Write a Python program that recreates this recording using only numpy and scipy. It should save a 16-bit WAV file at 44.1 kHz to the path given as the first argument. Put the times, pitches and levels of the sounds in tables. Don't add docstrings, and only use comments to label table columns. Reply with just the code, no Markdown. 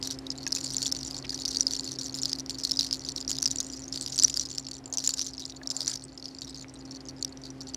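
import sys
import numpy as np
from scipy import signal
from scipy.fft import rfft, irfft
from scipy.io import wavfile
from scipy.ndimage import uniform_filter1d

SR = 44100
rng = np.random.default_rng(int(sys.argv[2]) if len(sys.argv) > 2 else 0)


def master_out(mix):
    frames = np.transpose(np.atleast_2d(mix))
    ceiling = np.clip(frames, -1, 1)
    pcm = np.round(ceiling * 32767).astype(np.int16)
    wavfile.write(sys.argv[1], SR, pcm)


N = 342216
TIME = np.arange(N) / SR


def gain_of(db):
    return 10 ** (np.asarray(db) / 20)


def evened(x):
    return x / np.sqrt(np.mean(x ** 2, axis=-1, keepdims=True) + 1e-20)


def curve(points, s):
    return np.interp(s, *np.transpose(points))


def coloured(x, spectrum):
    hz, db = np.transpose(spectrum)
    bins = np.fft.rfftfreq(x.shape[-1], 1 / SR)
    response = gain_of(np.interp(np.log(bins + 1), np.log(hz), db))
    return irfft(rfft(x) * response, x.shape[-1])


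def drift(hz):
    noise = rng.standard_normal(N) + 1j * rng.standard_normal(N)
    slowed = np.fft.ifft(noise / (1 + (np.fft.fftfreq(N, 1 / SR) / hz) ** 2))
    return slowed / np.std(slowed)


def placed(starts, sounds):
    first = np.round(np.maximum(starts, 0) * SR).astype(int)
    at = first[:, None] + np.arange(sounds.shape[1])
    return np.bincount(at.ravel(), sounds.ravel(), N)[:N]


# t/s, level/dB (rms of the first 4 ms), ring f/Hz
SINGLE_SLIPS = [(0.303, -25.5, 5160), (0.526, -21, 4980), (0.55, -25, 6600), (0.7666, -21.5, 7100),
                (0.7818, -27, 5400), (0.8581, -28, 3470), (0.864, -23.5, 5780), (0.923, -20.5, 5320),
                (1.2942, -27, 4380), (1.457, -23.5, 4770), (1.5692, -20.5, 4690), (1.6071, -15, 5800),
                (1.6676, -17, 5010), (1.735, -24.5, 5900), (1.795, -27.5, 4420), (2.232, -22.5, 5370),
                (2.2558, -22, 4870), (2.3305, -21.5, 4900), (2.4955, -28, 5600), (2.6499, -20, 4280),
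                (2.7111, -22.5, 5230), (2.717, -19.5, 5340), (2.7911, -18, 4870), (2.7948, -20, 4040),
                (2.809, -21, 5400), (2.9273, -20.5, 5110), (3.0877, -26, 4430), (3.315, -23.5, 6870),
                (3.3854, -26, 5000), (3.4268, -20.5, 6060), (3.4571, -18.5, 5800), (3.4615, -19.5, 5100),
                (3.513, -23.5, 6000), (3.603, -23.5, 6550), (4.189, -21, 4850), (4.1974, -18, 6050),
                (4.2234, -20, 5050), (4.235, -16, 7540), (4.2435, -16.5, 5720), (4.2472, -9, 5810),
                (4.372, -21.5, 4760), (4.396, -20.5, 5840), (4.5823, -24, 5370), (4.9726, -23, 6270),
                (4.9834, -23.5, 6000), (5.0748, -16.5, 7100), (5.0918, -23, 4640), (5.1931, -26, 5100),
                (5.2139, -25, 5900), (5.4536, -30.5, 4940), (5.673, -26.5, 5560), (5.8779, -20.5, 5940),
                (6.256, -31.5, 5100), (6.4185, -32.5, 4460), (7.226, -25, 4440), (7.2474, -24.5, 5640),
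                (7.745, -28.5, 5970)]


def slips():
    s, db, hz = np.transpose(SINGLE_SLIPS)
    impure_db = -6.5 - np.maximum(db[:, None] + 22.5, 0)
    snap_db = impure_db + 0.12 * force_db(s + BITE_S)[:, None]
    sounds = ticks(hz, t60=0.01, side_db=impure_db, snap_db=snap_db)
    return placed(s, gain_of(db)[:, None] * sounds)


# start t/s, length/s, crackle level/dB, f/Hz of the favoured ring
FINGER_CONTACTS = [(0.027, 0.12, -35, 5060), (0.188, 0.35, -45, 5200), (0.466, 0.012, -35.5, 5570),
                   (0.521, 0.23, -34.5, 5500), (0.777, 0.096, -31, 5460), (0.916, 0.29, -38.5, 5370),
                   (1.304, 0.12, -37, 4900), (1.452, 0.3, -34.5, 5340), (1.764, 0.17, -37.5, 5485),
                   (1.987, 0.098, -37, 5430), (2.143, 0.26, -37.5, 5230), (2.493, 0.15, -40, 5300),
                   (2.635, 0.11, -36.5, 5200), (2.771, 0.095, -34, 5000), (2.91, 0.05, -35.5, 5000),
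                   (3.049, 0.071, -40.5, 4840), (3.162, 0.047, -36, 5580), (3.278, 0.074, -34, 5720),
                   (3.421, 0.14, -36, 5770), (3.584, 0.037, -34, 5750), (3.7, 0.062, -43.5, 5890),
                   (3.925, 0.29, -37, 5194), (4.179, .12, -32.5, 5760), (4.341, 0.089, -34.5, 5500),
                   (4.453, .13, -42, 5160), (4.667, .1, -41.5, 5300), (4.858, 0.0044, -44.5, 7300),
                   (4.926, 0.08, -36.5, 6480), (4.986, 0.28, -33.5, 5730), (5.38, 0.047, -41.5, 5230),
                   (5.454, 0.044, -45, 4700), (5.702, 0.26, -33.5, 5310), (5.973, 0.087, -47, 5460),
                   (6.176, 0.17, -46.5, 5150), (6.386, 0.13, -45.5, 4880), (6.545, 0.083, -46, 5040),
                   (6.91, 0.061, -46, 5340), (7.086, 0.016, -44.5, 5640), (7.437, 0.15, -48.5, 4800),
                   (7.606, 0.11, -46.5, 5200)]
CATCH_DB = 8.5


def catches():
    s, _, db, hz = np.transpose(FINGER_CONTACTS)
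    slip_times = np.transpose(SINGLE_SLIPS)[0]
    light = abs(s[:, None] - slip_times).min(axis=1) > .005
    heights = light * gain_of(db + CATCH_DB)
    return placed(s, heights[:, None] * ticks(hz, t60=0.015, side_db=-8, snap_db=-10))


# f/Hz, weight (how often and how strongly)
HAIR_RINGS = [(3900, 0.13), (4450, 0.98), (5000, 0.74), (5730, 0.71), (6420, 0.17), (7130, 0.47),
              (8220, 0.05)]


def ticks(ring_hz, t60, side_db, snap_db, rise_s=.00045, snap_s=0.00059,
          body_hz=3200, body_db=-7, low_hz=2300, size=560):
    count = len(ring_hz)
    t = np.arange(size) / SR
    softness, crispness, fullness = rng.standard_normal((3, count, 1))
    weights, detunes, phases = rng.standard_normal((3, len(HAIR_RINGS), count, 1))
    burst = rng.standard_normal((count, size))

    onset = 1 - np.exp(-(t / (rise_s * np.exp(.5 * softness))) ** 2)
    fade = onset * gain_of(-60 * t / t60)
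    main = evened(fade * np.sin(2 * np.pi * ring_hz[:, None] * t))

    side = 0
    for (hz, weight), strength, detune, phase in zip(HAIR_RINGS, weights, detunes, phases):
        cycles = hz * (1 + 0.032 * detune) * t + phase
        side = side + np.sqrt(weight) * strength * np.sin(2 * np.pi * cycles)

    release = onset * np.exp(-t / snap_s)
    snap = evened(coloured(burst, HAIR_COLOUR) * release) * gain_of(3.9 * np.tanh(crispness))
    body = evened(release ** 2 * np.sin(2 * np.pi * body_hz * t))
    body = body * gain_of(body_db) * np.clip(fullness, 0, 1)

    tick = main + gain_of(side_db) * (evened(fade * side) + body) + gain_of(snap_db) * snap
    tick = signal.sosfilt(signal.butter(2, low_hz, "high", fs=SR, output="sos"), tick)
    return tick / np.std(tick[:, :round(.004 * SR)], axis=1, keepdims=True)


def crackle(count=1500, order=3, crowding=0.34, spread_db=6.0, lag_s=0.0073, weaker_db=-4):
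    when, luck, choice = rng.random((3, count, 1))
    size = rng.standard_normal((count, 1))
    detune, length, unevenness = rng.standard_normal((3, count * order))
    start = when * N / SR
    step = np.arange(order)
    lags = rng.exponential(lag_s, (count, order)) * (step > 0)
    s = (start + np.cumsum(lags, axis=1)).ravel()

    caught = luck < .5 * gain_of(crowding * force_db(start))
    cascade = caught * gain_of(spread_db * np.minimum(size, 1.4) + weaker_db * step)
    heights = cascade.ravel() * gain_of(2 * unevenness)

    choice = choice ** (brightness(start) ** -7)
    hz, weight = np.transpose(HAIR_RINGS)
    chosen_hz = hz[np.searchsorted(np.cumsum(weight), choice * weight.sum())]
    ring_hz = np.repeat(chosen_hz, order) * (1 + 0.016 * detune)
    t60 = .009 * np.exp(.35 * length[:, None])
    sounds = ticks(ring_hz, t60, side_db=-7, snap_db=-3.5 + 0.52 * force_db(s)[:, None])
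    grains = placed(s, heights[:, None] * sounds)

    window = signal.windows.hann(4401)
    power = signal.fftconvolve(grains ** 2, window / window.sum(), "same")
    return grains / np.sqrt(abs(power) + 0.0016) * gain_of(rubbing_db(TIME))


# f/Hz, relative level/dB
HAIR_COLOUR = [(300, -4), (1500, 5.5), (2900, -15.5), (4300, 14.5), (5900, 14.5), (7200, 1), (9000, 0.5),
               (12000, -6.5), (16000, -20.5)]


def slide(flutter_db=5, under_db=-14):
    hiss = evened(coloured(rng.standard_normal(N), HAIR_COLOUR))
    sing = np.zeros(N)
    for hz, weight in HAIR_RINGS:
        ring = np.sqrt(weight) * (drift(200) * np.exp(2j * np.pi * hz * TIME)).real
        sing += ring * gain_of(flutter_db * drift(22.0).real)
    rustle = evened((hiss + evened(sing)) * gain_of(flutter_db * drift(38).real))
    return rustle * gain_of(rubbing_db(TIME) + under_db + 0.19 * force_db(TIME))


def sticking(hold_s=0.0033, grip_s=0.0089, depth_db=-11):
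    held = np.zeros(N)
    for table, wait in (FINGER_CONTACTS, grip_s), (SINGLE_SLIPS, hold_s):
        for s, *_ in table:
            held[max(round((s - wait) * SR), 0):round(s * SR)] = 1
    return gain_of(depth_db * uniform_filter1d(held, size=64))


BITE_S, SLACKEN_DB, LET_GO_S = .008, 2, 0.018
# t/s, crackle level/dB
LIGHT_TOUCH = [(0, -52.5), (2.4, -45.5), (4.6, -45.5), (4.83, -60), (5.3, -45.5), (6.1, -57.5), (6.75, -54),
               (7.76, -52.5)]


def rubbing_db(s):
    start, length, db, _ = np.transpose(FINGER_CONTACTS)[:, :, None]
    t = TIME[::32]
    age = t - start
    let_go = np.exp(-np.clip((age - length) / LET_GO_S, 0, 20))
    contact = np.clip(age / BITE_S, 0, 1) * let_go
    pressure = contact * gain_of(db - SLACKEN_DB * np.clip(age / length, 0, 1))
    power = np.sum(pressure ** 2, axis=0) + gain_of(curve(LIGHT_TOUCH, t)) ** 2
    return np.interp(s, t, 10 * np.log10(power))


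def force_db(s):
    return rubbing_db(s) + 34


def brightness(s, usual_hz=5300):
    start, _, _, hz = np.transpose(FINGER_CONTACTS)
    return hz[np.maximum(np.searchsorted(start, s) - 1, 0)] / usual_hz


# t/s, level/dB (half the ring's starting amplitude), ring f/Hz, t60/s
BEAD_KNOCKS = [(0.4661, -36.5, 2580, 0.028), (0.4672, -40.5, 1660, 0.036), (0.568, -40.5, 2600, 0.031),
               (1.33, -48, 1700, 0.035), (5.075, -53, 1740, 0.066), (5.615, -43, 1700, 0.032),
               (6.645, -41, 2240, 0.0099)]


def beads(click_db=-2):
    s, db, hz, t60 = np.transpose(BEAD_KNOCKS)[:, :, None]
    t = np.arange(2048) / SR
    ring = np.sin(2 * np.pi * hz * t) * gain_of(-60 * t / t60)
    click_colour = [(300, 1), (1800, 14.5), (3000, -2), (16000, -45)]  # f/Hz, level/dB
    click = coloured(rng.standard_normal(ring.shape), click_colour)
    click = click * np.exp(-t / 0.00079) * np.tanh(t / 0.00011)
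    return placed(s[:, 0], 2 * gain_of(db) * (ring + gain_of(click_db) * click))


# middle t/s, half length/s, level/dB (at the middle, before flutter), centre f/Hz
PALM_BRUSHES = [(1.188, 0.086, -57.5, 800), (1.251, 0.0089, -43, 2800), (4.94, 0.092, -55, 680),
                (5.732, 0.23, -56, 650), (5.894, 0.041, -51, 1620)]


def palms(octave_db=-13):
    out = np.zeros(N)
    for s, half, db, hz in PALM_BRUSHES:
        colour = [(hz * 2. ** k, octave_db * abs(k) ** 1.5) for k in np.arange(-2, 2.5, .5)]
        swell = np.exp(-((TIME - s) / half) ** 2)
        out += gain_of(db) * swell * evened(coloured(rng.standard_normal(N), colour))
    return out * gain_of(6.4 * np.tanh(drift(60).real))


# f/Hz, relative level/dB
AIR_COLOUR = [(20, -16), (35, -15), (55, 0), (105, 1), (200, -4), (320, 5), (470, -6.5), (750, -7.5),
              (1100, -13), (2200, -18.5), (4000, -25), (11000, -36.5), (16000, -60)]
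# t/s, rms level/dB of the air
AIR_SWELL = [(0, -48.5), (3.9, -50), (4.6, -52.5), (6.2, -53.5), (6.9, -51), (7.76, -50.5)]
# f/Hz, rms level/dB (while the air is at -51 dB),
# waver as a share of the tone, waver rate f/Hz
MACHINE_HUM = [(57.5, -59.5, 1, 1.9), (132.5, -54.5, 0.64, 11), (265.7, -48, 0.23, 7.5), (398, -65, 1, 1.8),
               (529, -66.5, 1, 12), (796, -73, 1, 3), (1975, -75.5, 0.16, 5)]


def garden():
    air_db = curve(AIR_SWELL, TIME)
    air = gain_of(air_db) * evened(coloured(rng.standard_normal(N), AIR_COLOUR))
    hum = np.zeros(N)
    for hz, db, waver, rate in MACHINE_HUM:
        tone = (1 + waver * drift(rate)) * np.exp(2j * np.pi * hz * TIME)
        hum += gain_of(db) * evened(tone.real)
    return air + hum * gain_of(0.97 * (air_db + 51))


def scene():
    rubbing = sticking() * (crackle() + slide())
    return (slips() + catches() + rubbing + palms() + beads() + garden())[None]


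def record(dry, edge_hz=15900):
    limited = np.clip(dry, -.93, .93)
    low_pass = signal.firwin(255, edge_hz, window=("kaiser", 9), fs=SR)
    return signal.oaconvolve(limited, low_pass[None], "same")


dry = scene()
out = record(dry)
master_out(out)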